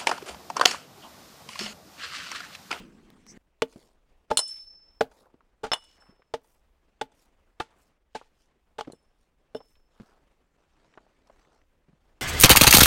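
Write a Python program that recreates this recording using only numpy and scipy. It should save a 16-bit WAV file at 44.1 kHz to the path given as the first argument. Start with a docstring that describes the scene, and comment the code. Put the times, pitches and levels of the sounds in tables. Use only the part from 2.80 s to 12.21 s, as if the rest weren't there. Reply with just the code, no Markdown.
"""A hatchet chops bark off a log outdoors, after a short opening scene of a shovel in a steel tub of wet cement.
Each chop is a knock of ringing wood modes plus a noisy bark crunch; on stone or in a late chop the steel head rings.
Chips, crumbs, swishes and the log turning over at the end are shaped noise, as are wind and a dull background hiss.
Stones and ground scatter the sound in short noise tails; a far wall sends back one late, thin echo."""
import sys
import numpy as np
from scipy import signal
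from scipy.fft import rfft, irfft, next_fast_len
from scipy.io import wavfile
from scipy.ndimage import uniform_filter1d, map_coordinates

SR = 44100
rng = np.random.default_rng(int(sys.argv[2]) if len(sys.argv) > 2 else 0)


def store_pcm(level_fs):
    """Save levels as 16-bit WAV."""
    pcm = np.round(np.clip(level_fs, -1, 1) * 32767).astype(np.int16)
    wavfile.write(sys.argv[1], SR, np.atleast_2d(pcm).T)


N = 414981


def amp(db):
    """Turns decibels into a plain multiplier."""
    return 10 ** (np.asarray(db) / 20)


def unit(x):
    """Scales a sound to an rms of 1."""
    return x / np.sqrt(np.mean(x ** 2) + 1e-20)


def along(points, hz):
    """Reads a curve of (pitch_hz, value) points on a log pitch axis."""
    f, v = np.transpose(points)
    return np.interp(np.log(hz + 1), np.log(f + 1), v)


def curves(rows):
    """One value per sample for each column after the time."""
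    s, *cols = np.transpose(rows)
    return [np.interp(np.arange(N) / SR, s, c) for c in cols]


def wobble(rate, size=N):
    """A smooth random curve with rate knots a second."""
    knots = rng.standard_normal(int(size * rate / SR) + 4)
    return map_coordinates(knots, [np.arange(size) * rate / SR])


def filtered(x, response):
    """Multiplies the spectrum of x by a response of frequency."""
    m = next_fast_len(len(x) + 8192)
    hz = np.fft.rfftfreq(m, 1 / SR)
    return irfft(rfft(x, m) * response(hz), m)[:len(x)]


def hiss(spectrum, size=N, grain_db=3, grain_rate=800, patchy_db=0):
    """Coloured noise of rms 1, broken into grains in time and, if asked, into patches of pitch."""
    noise = amp(grain_db * wobble(grain_rate, size)) * rng.standard_normal(size)
    if patchy_db:
        z = signal.stft(noise, nperseg=256)[2]
        field = uniform_filter1d(rng.standard_normal(z.shape), size=4, axis=0)  # blur over pitch
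        field = uniform_filter1d(field, size=14, axis=1)  # blur over time
        noise = signal.istft(z * amp(patchy_db * unit(field)), nperseg=256)[1][:size]
    return unit(filtered(noise, lambda hz: amp(along(spectrum, hz))))


def ring(modes, t, scatter_db, detune=0):
    """Fading sine tones, each at a new strength and, if asked, a slightly new pitch."""
    total = 0
    for hz, db, t60 in modes:
        strength = amp(db + rng.normal(0, scatter_db) - 60 * t / t60)
        total = total + strength * np.sin(2 * np.pi * hz * rng.normal(1, detune) * t)
    return total


def add(track, s, sound):
    """Mixes a sound in at time s."""
    part = track[round(s * SR):][:len(sound)]
    part += sound[:len(part)]


# cement sliding along the tub: time_s, rumble_db, grit_db
TUB = [(0, -43, -55), (.06, -52.5, -63), (.2, -56, -67), (.36, -59.5, -67.5), (.45, -61.5, -68.5),
       (.575, -50, -59.5)]
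# tone of the rumble, then of the sandy grit: pitch_hz, relative_level_db
SLURRY = [(40, -18), (134, -10.5), (216, 0), (340, -5), (640, -23), (1200, -51)]
GRIT = [(350, -43.5), (700, -5), (2800, -9.5), (4000, -16.5), (8400, -21), (16000, -47.5)]
# a brief narrow hiss near 6 kHz: pitch_hz, width_hz, level_db (before the response is squared)
NARROW_HISS = [(5850, 1000, 3.5), (7680, 520, -6.5)]
# a grain of gravel snaps under the blade: start_s, level_db
TUB_TICKS = [(0.303, -44.5), (0.466, -47.5)]
CUT_S = .576  # the tub scene ends and the log scene begins


def tub():
    """Thick mix rumbles on the steel, sand grits under the blade, with a brief narrow hiss near 6 kHz."""
    rumble_db, grit_db = curves(TUB)
    rumble = amp(rumble_db) * hiss(SLURRY, grain_db=2.0, grain_rate=120)
    grit = amp(grit_db) * hiss(GRIT, grain_db=1, grain_rate=120, patchy_db=3.5)

    def resonances(f):
        peaks = [amp(db) * f * w / (c * c - f * f + 1j * f * w) for c, w, db in NARROW_HISS]
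        return sum(peaks) ** 2

    swell = np.exp(-((np.arange(N) / SR - .502) / 0.0244) ** 2)
    narrow = swell * unit(filtered(rng.standard_normal(N), resonances))
    mix = rumble + grit
    t = np.arange(SR // 50) / SR
    for s, db in TUB_TICKS:
        snap = hiss([(300, 0), (3000, -6), (16000, -20)], len(t))
        add(mix, s, amp(db) * np.exp(-t / .0012) * snap)
    return (mix + amp(-50.5) * narrow) * (np.arange(N) < CUT_S * SR)


# tone of the wind lumps, then of the dull background hiss, nearly empty above 13 kHz:
# pitch_hz, relative_level_db
BUFFET = [(9, -30), (15, 6.5), (45, 2), (80, -5.5), (130, -44.5)]
DULL_HISS = [(70, -12), (130, 1.5), (550, -1.5), (1300, -8.5), (2800, -13), (4000, -20), (9000, -27),
             (12500, -41.5), (14000, -75.5)]


def background():
    """Wind makes low, uneven lumps of noise on the microphone; a patchy, dull hiss lies under the log scene."""
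    drift_db = 1.8 * wobble(4)
    dull = amp(-73.5 + drift_db) * hiss(DULL_HISS, grain_db=2.0, grain_rate=71, patchy_db=1.5)
    lumps = amp(2.5 * wobble(7))
    gust = amp(-69.0) + amp(-56.0) * np.exp(-np.arange(N) / SR / .06)  # strongest at the very start
    wind = gust * unit(lumps * hiss(BUFFET, grain_db=-0.5))
    return dull * (np.arange(N) >= CUT_S * SR) + wind


# blows on the log: start_s, deep_knock_db, high_knock_db, crunch_db, bite_length_s
CHOPS = [(0.82, -18, -14.5, -14, 0.0025), (1.502, -25, -27.5, -34.5, 0.012),
         (1.512, -19.5, -13, -25.5, 0.0028), (2.208, -12.5, -12, -20.5, 0.0042),
         (2.833, -27, -21.5, -34.5, 0.011), (2.84, -32.5, -24.5, -43, 0.015),
         (2.862, -38, -39.5, -45, 0.0082), (3.538, -26, -20, -26, 0.0044), (4.212, -24, -18.5, -23, 0.0038),
         (4.799, -29, -19, -29.5, 0.0085), (5.348, -36.5, -23.5, -34.5, 0.011),
         (5.983, -27, -24.5, -35.5, 0.011), (6.009, -43.5, -21.5, -30.5, 0.0021),
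         (6.748, -24.5, -34.5, -54, 0.0038)]
# tones of the log: pitch_hz, relative_level_db, fade_by_60_db_s
LOG = [(265, -12.5, 0.12), (448, 5, 0.062), (611, 4, 0.045), (850, -7, 0.057), (883, -8.5, 0.015),
       (1138, -6, 0.0072), (1354, -6, 0.01)]
# tone of torn bark, of sharp splinters and of the jolt on the ground: pitch_hz, relative_level_db
BARK = [(300, -19), (1000, -5.5), (3000, -4), (5000, -9), (16000, -44)]
SPLINTER = [(3000, -34), (6000, 3), (9000, -1), (12000, -19), (16000, -32.5)]
THUD = [(40, -20), (110, 1), (250, -5), (600, -34)]
# hatchet head, grouped as low ring, long ring, high ring: pitch_hz, relative_level_db,
# fade_by_60_db_s (when nothing chokes or damps it)
HEAD = [
    [(2935, -1, 0.55), (3100, -6.5, 0.3), (3450, -4.5, .4), (3570, -3.5, 0.18)],
    [(5293, -3, .95)],
    [(4170, 3.5, .025), (7050, -5, 0.043), (7720, -8.5, 0.34), (9200, -10.5, 0.5), (9306, -6, 0.5),
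     (14460, -18.5, .3)],
]
SPLINTER_DB, SPLINTER_GROWS = -18.5, .8  # splinters grow more slowly than the crunch
CLINK_DB, CLINK_S = -11, 0.0071  # the head's low ring, choked by the wood
THUD_DB, THUD_S = -23, 0.017  # level under the deep knock, decay time


def chops():
    """The blade shoves the log unevenly for the length of the bite while the bark tears."""
    out, t = np.zeros(N), np.arange(SR // 5) / SR
    deep = [m for m in LOG if m[0] < 850]
    high = [m for m in LOG if m[0] >= 850]
    for s, deep_db, high_db, crunch_db, bite in CHOPS:
        tear = np.exp(-t / bite) + amp(-23) * np.exp(-t / (4 * bite))
        tear = tear * (1 - np.exp(-t / (0.56 * bite)))
        # the trunk takes up the blow over the bite
        body = (1 - np.exp(-t / (.7 * bite))) * ring(deep, t, 3, 0.018)
        thud = (1 - np.exp(-t / 0.0046)) * np.exp(-t / THUD_S) * hiss(THUD, len(t), grain_db=-1)
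        body = body + amp(THUD_DB) * thud
        # many small breaks, each exciting the high tones
        breaks = tear ** 2 * rng.standard_normal(len(t))
        fibres = signal.fftconvolve(breaks, ring(high, t, 2.3, 0.025))[:len(t)]
        fibres = fibres / np.abs(fibres).max()
        bark = amp(crunch_db) * hiss(BARK, len(t))
        bark += amp(SPLINTER_DB + SPLINTER_GROWS * crunch_db) * hiss(SPLINTER, len(t))
        clink = (1 - np.exp(-t / 0.00092)) * np.exp(-t / CLINK_S) * ring(HEAD[0], t, 2.5)
        clink = amp(crunch_db + CLINK_DB) * clink
        add(out, s, amp(deep_db) * body + amp(high_db) * fibres + tear * bark + clink)
    return out


# scatter from stones and ground: pitch_hz, fade_by_60_db_s
YARD = [(200, 0.21), (2000, 0.16), (12000, 0.034)]


def yard(x):
    """Stones and ground scatter the sound into a fading noise tail, a new one every third of a second."""
    out, step = np.zeros(N), SR // 3
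    for i in range(0, N, step):
        hz, t, z = signal.stft(rng.standard_normal(step), SR, nperseg=256)
        fade = amp(-60 * t / along(YARD, hz)[:, None])
        tail = signal.istft(z * fade, SR, nperseg=256)[1]
        tail = tail / np.linalg.norm(tail)
        add(out, i / SR + .004, signal.fftconvolve(x[i:i + step], tail))
    return out


# tone of the far wall's echo: pitch_hz, relative_level_db
WALL = [(600, -14), (4000, -5), (9000, 0.5)]
WALL_S, WALL_DB, WALL_SMEAR_S = .104, -29.5, 0.0057  # echo delay, strength, blur from the rough face


def wall(x):
    """A far, rough wall returns one late, thin, slightly blurred echo."""
    blur = np.exp(-np.arange(SR // 20) / SR / WALL_SMEAR_S) * rng.standard_normal(SR // 20)
    delayed = np.pad(x, (round(WALL_S * SR), 0))
    late = signal.fftconvolve(delayed, blur / np.linalg.norm(blur))[:N]
    return amp(WALL_DB) * filtered(late, lambda hz: amp(along(WALL, hz)))


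# chips, pebbles and soft thuds: start_s, level_db (before attack and fade), pitch_hz
CHIPS = [(0.959, -37.5, 280), (1.55, -50, 910.3), (2.539, -48, 348), (2.606, -52.5, 1120),
         (2.974, -48, 1100), (3.185, -52, 508), (3.222, -53, 1260), (3.324, -56.5, 409),
         (3.288, -47.5, 172), (3.394, -53.5, 490), (3.42, -53, 1430), (5.413, -42, 920),
         (6.048, -49.5, 1950), (6.073, -33, 296), (6.099, -39.5, 355), (6.133, -42, 370), (6.804, -38, 676),
         (6.954, -60, 2900), (7.199, -35, 216), (8.138, -53, 1995), (8.175, -39, 952), (8.203, -56, 650),
         (8.265, -55.5, 646), (8.471, -60, 4970), (8.497, -44.5, 700), (8.649, -62, 1500),
         (8.747, -64, 6300), (8.815, -64, 2004), (9.084, -51.5, 177.2), (9.127, -54, 171)]
CHIP_TICK_DB = -27  # the tick under the note


def chips():
    """Each falling piece gives a short dull note, longer when low, with a faint tick on top."""
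    out, t = np.zeros(N), np.arange(SR // 6) / SR
    for s, db, hz in CHIPS:
        spectrum = [(hz / 10.0, -22), (hz, 0), (hz * 2.5, -20), (16000, -70)]
        note = hiss(spectrum, len(t), grain_db=3.5)
        tick = amp(CHIP_TICK_DB) * hiss(BARK, len(t))
        t60 = .022 + 11 / hz
        add(out, s, amp(db - 60 * t / t60) * (1 - np.exp(-t / 0.000716)) * (note + tick))
    return out


# crumbs trickling after a blow: middle_s, level_db, pitch_hz
TRICKLES = [(0.98, -66.5, 4480), (1.0, -64.5, 440.7), (1.72, -60, 3790), (2.397, -62, 488),
            (3.09, -67, 3300), (3.248, -66, 950), (4.927, -70.5, 990), (7.268, -62.5, 601),
            (7.24, -72.5, 3505)]
# short scrapes and swishes as the blade and sleeve pull back: middle_s, level_db, pitch_hz
SWISHES = [(2.382, -69, 4843), (3.69, -73, 9140), (3.74, -77, 7130), (4.409, -71, 5940), (5.022, -73, 6480),
           (5.41, -69.5, 3040), (5.618, -73.5, 4000), (6.42, -80.5, 4280), (6.894, -76, 8000)]
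# the log is turned over on gravel: time_s, level_db
ROLL = [(7.6, -92), (7.75, -73), (8.05, -68.5), (8.3, -74), (8.6, -66.5), (8.75, -66), (8.86, -81.5)]
# tone of that scuffing: pitch_hz, relative_level_db
SCUFF = [(60, -13.5), (300, 0.5), (900, -4.5), (3000, -16), (8000, -23), (16000, -60.5)]
TRICKLE_HALF_S, SWISH_HALF_S = 0.11, 0.06  # from the middle of a swell to 1/e of its peak


def rustles():
    """Each movement is a swell of fine grains around its pitch; the turning log scuffs in coarser ones."""
    out = amp(curves(ROLL)[0]) * hiss(SCUFF, grain_db=3.5, grain_rate=260, patchy_db=3.5)
    for rows, half in (TRICKLES, TRICKLE_HALF_S), (SWISHES, SWISH_HALF_S):
        reach = round(2.5 * half * SR)
        t = np.arange(-reach, reach) / SR
        for s, db, hz in rows:
            spectrum = [(hz / 5, -12), (hz, 0), (hz * 2.2, -7), (hz * 7, -36)]
            grains = hiss(spectrum, len(t), grain_db=3.5, grain_rate=360, patchy_db=3)
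            add(out, s + t[0], amp(db) * np.exp(-(t / half) ** 2) * grains)
    return out


# the steel head rings, on stone or in a late chop: start_s, crack_db, low_ring_db, long_ring_db,
# high_ring_db, drag_loss_db (taken from the long ring while the blade drags)
HEAD_RINGS = [(1.572, -23.5, -18, -42, -14, -5), (1.581, -42, -32, -25, -24, 0),
              (1.591, -22.5, -30, -34, -19, -2), (2.917, -15, -20.5, -18.5, -41, -5.5),
              (2.9343, -20.5, -19, -31, -26.5, -24), (6.121, -56, -62, -68, -47, -42),
              (6.748, -60, -43, -49, -55, 0), (6.767, -47, -52, -70, -57, -12)]
# tone of the crack at each ring's start: pitch_hz, relative_level_db
CRACK = [(200, -16.5), (600, 9), (1300, 6.5), (3000, -15.5), (6000, -19), (16000, -47.5)]
# the blade brushes past or leaves the wood and sings faintly: start_s, ring_db
BRUSHES = [(1.527, -54.5), (3.2, -59.5), (3, -62.5), (6.143, -67)]
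LOW_CHOKE_S, HIGH_CHOKE_S, LINGER_DB = 0.0074, 0.0081, -31  # these rings drop fast, a little lingers
DRAG_S = .018  # time for a drag to take its full loss
BRUSH_DAMPING_DB_PER_S = 49.5  # on top of the head's own fading
GROUND_DB, SWAY_S = -10, .0007  # the ring's bounce off the ground; how far its path shifts


def head_rings():
    """Each contact cracks and excites the steel head; dragging damps the long ring, biting wood damps all."""
    steel, cracks = np.zeros((3, N)), np.zeros(N)
    t, clock = np.arange(round(1.5 * SR)) / SR, np.arange(N) / SR
    drag_db = sum(min(row[-1], 0) * np.clip((clock - row[0]) / DRAG_S, 0, 1) for row in HEAD_RINGS)
    wood_db = -35 * np.searchsorted(np.transpose(CHOPS)[0], clock)  # every chop takes another 35 dB
    losses = wood_db, wood_db + drag_db, wood_db

    def since(s, lost_db):
        """Loss gathered after time s."""
        start = round(s * SR)
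        return lost_db[start:][:len(t)] - lost_db[start]

    low_hold = np.exp(-t / LOW_CHOKE_S) + amp(LINGER_DB)
    high_hold = np.exp(-t / HIGH_CHOKE_S) + amp(LINGER_DB)
    holds = low_hold, 1, high_hold
    short = t[:SR // 10]
    grind = np.exp(-short / 0.0011) + amp(-11.5) * np.exp(-short / 0.014)
    for s, crack_db, *levels_db, _ in HEAD_RINGS:
        for track, db, group, hold, lost_db in zip(steel, levels_db, HEAD, holds, losses):
            tone = hold * (1 - np.exp(-t / .0005)) * ring(group, t, 1.5)
            add(track, s, amp(db + since(s, lost_db)) * tone)
        scrape = amp(crack_db) * hiss(CRACK, len(short))
        scrape += amp(levels_db[-1] - 7.0) * hiss(SPLINTER, len(short))
        scrape += amp(levels_db[0] - 7.0) * hiss(BARK, len(short))
        add(cracks, s, grind * scrape)
    for s, db in BRUSHES:
        song = ring(HEAD[1], t, 1.8) + amp(-7) * ring(HEAD[2], t, 1.5)
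        level = amp(db + since(s, losses[1]) - BRUSH_DAMPING_DB_PER_S * t)
        add(steel[1], s, level * (1 - np.exp(-t / 0.0024)) * song)
    # the head turns in the swing, so each ring flutters
    turning = amp([2 * wobble(90) for _ in steel])
    rings = (steel * turning).sum(0)
    # its distance changes, which bends the pitch a little
    travel = np.arange(N) + .00012 * SR * wobble(12)
    # a second, shifting path off the ground beats against the first
    bounce = np.arange(N) - SR * (.003 + SWAY_S * wobble(6))
    direct = map_coordinates(rings, [travel])
    return direct + amp(GROUND_DB) * map_coordinates(rings, [bounce]) + cracks


def scene():
    """Tub and log sounds together; only wood, chips and steel reach the yard and the wall."""
    wood, steel = chops() + chips(), head_rings()
    scatter = yard(amp(-27.5) * wood + amp(-27.0) * steel)
    echo = wall(wood + steel)
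    return (tub() + background() + wood + scatter + echo + rustles() + steel)[None]


TOP_HZ = 16100


def record(dry):
    """Removes everything from TOP_HZ upward."""
    return filtered(dry[0], lambda hz: hz < TOP_HZ)[None]


dry = scene()
out = record(dry)
store_pcm(out)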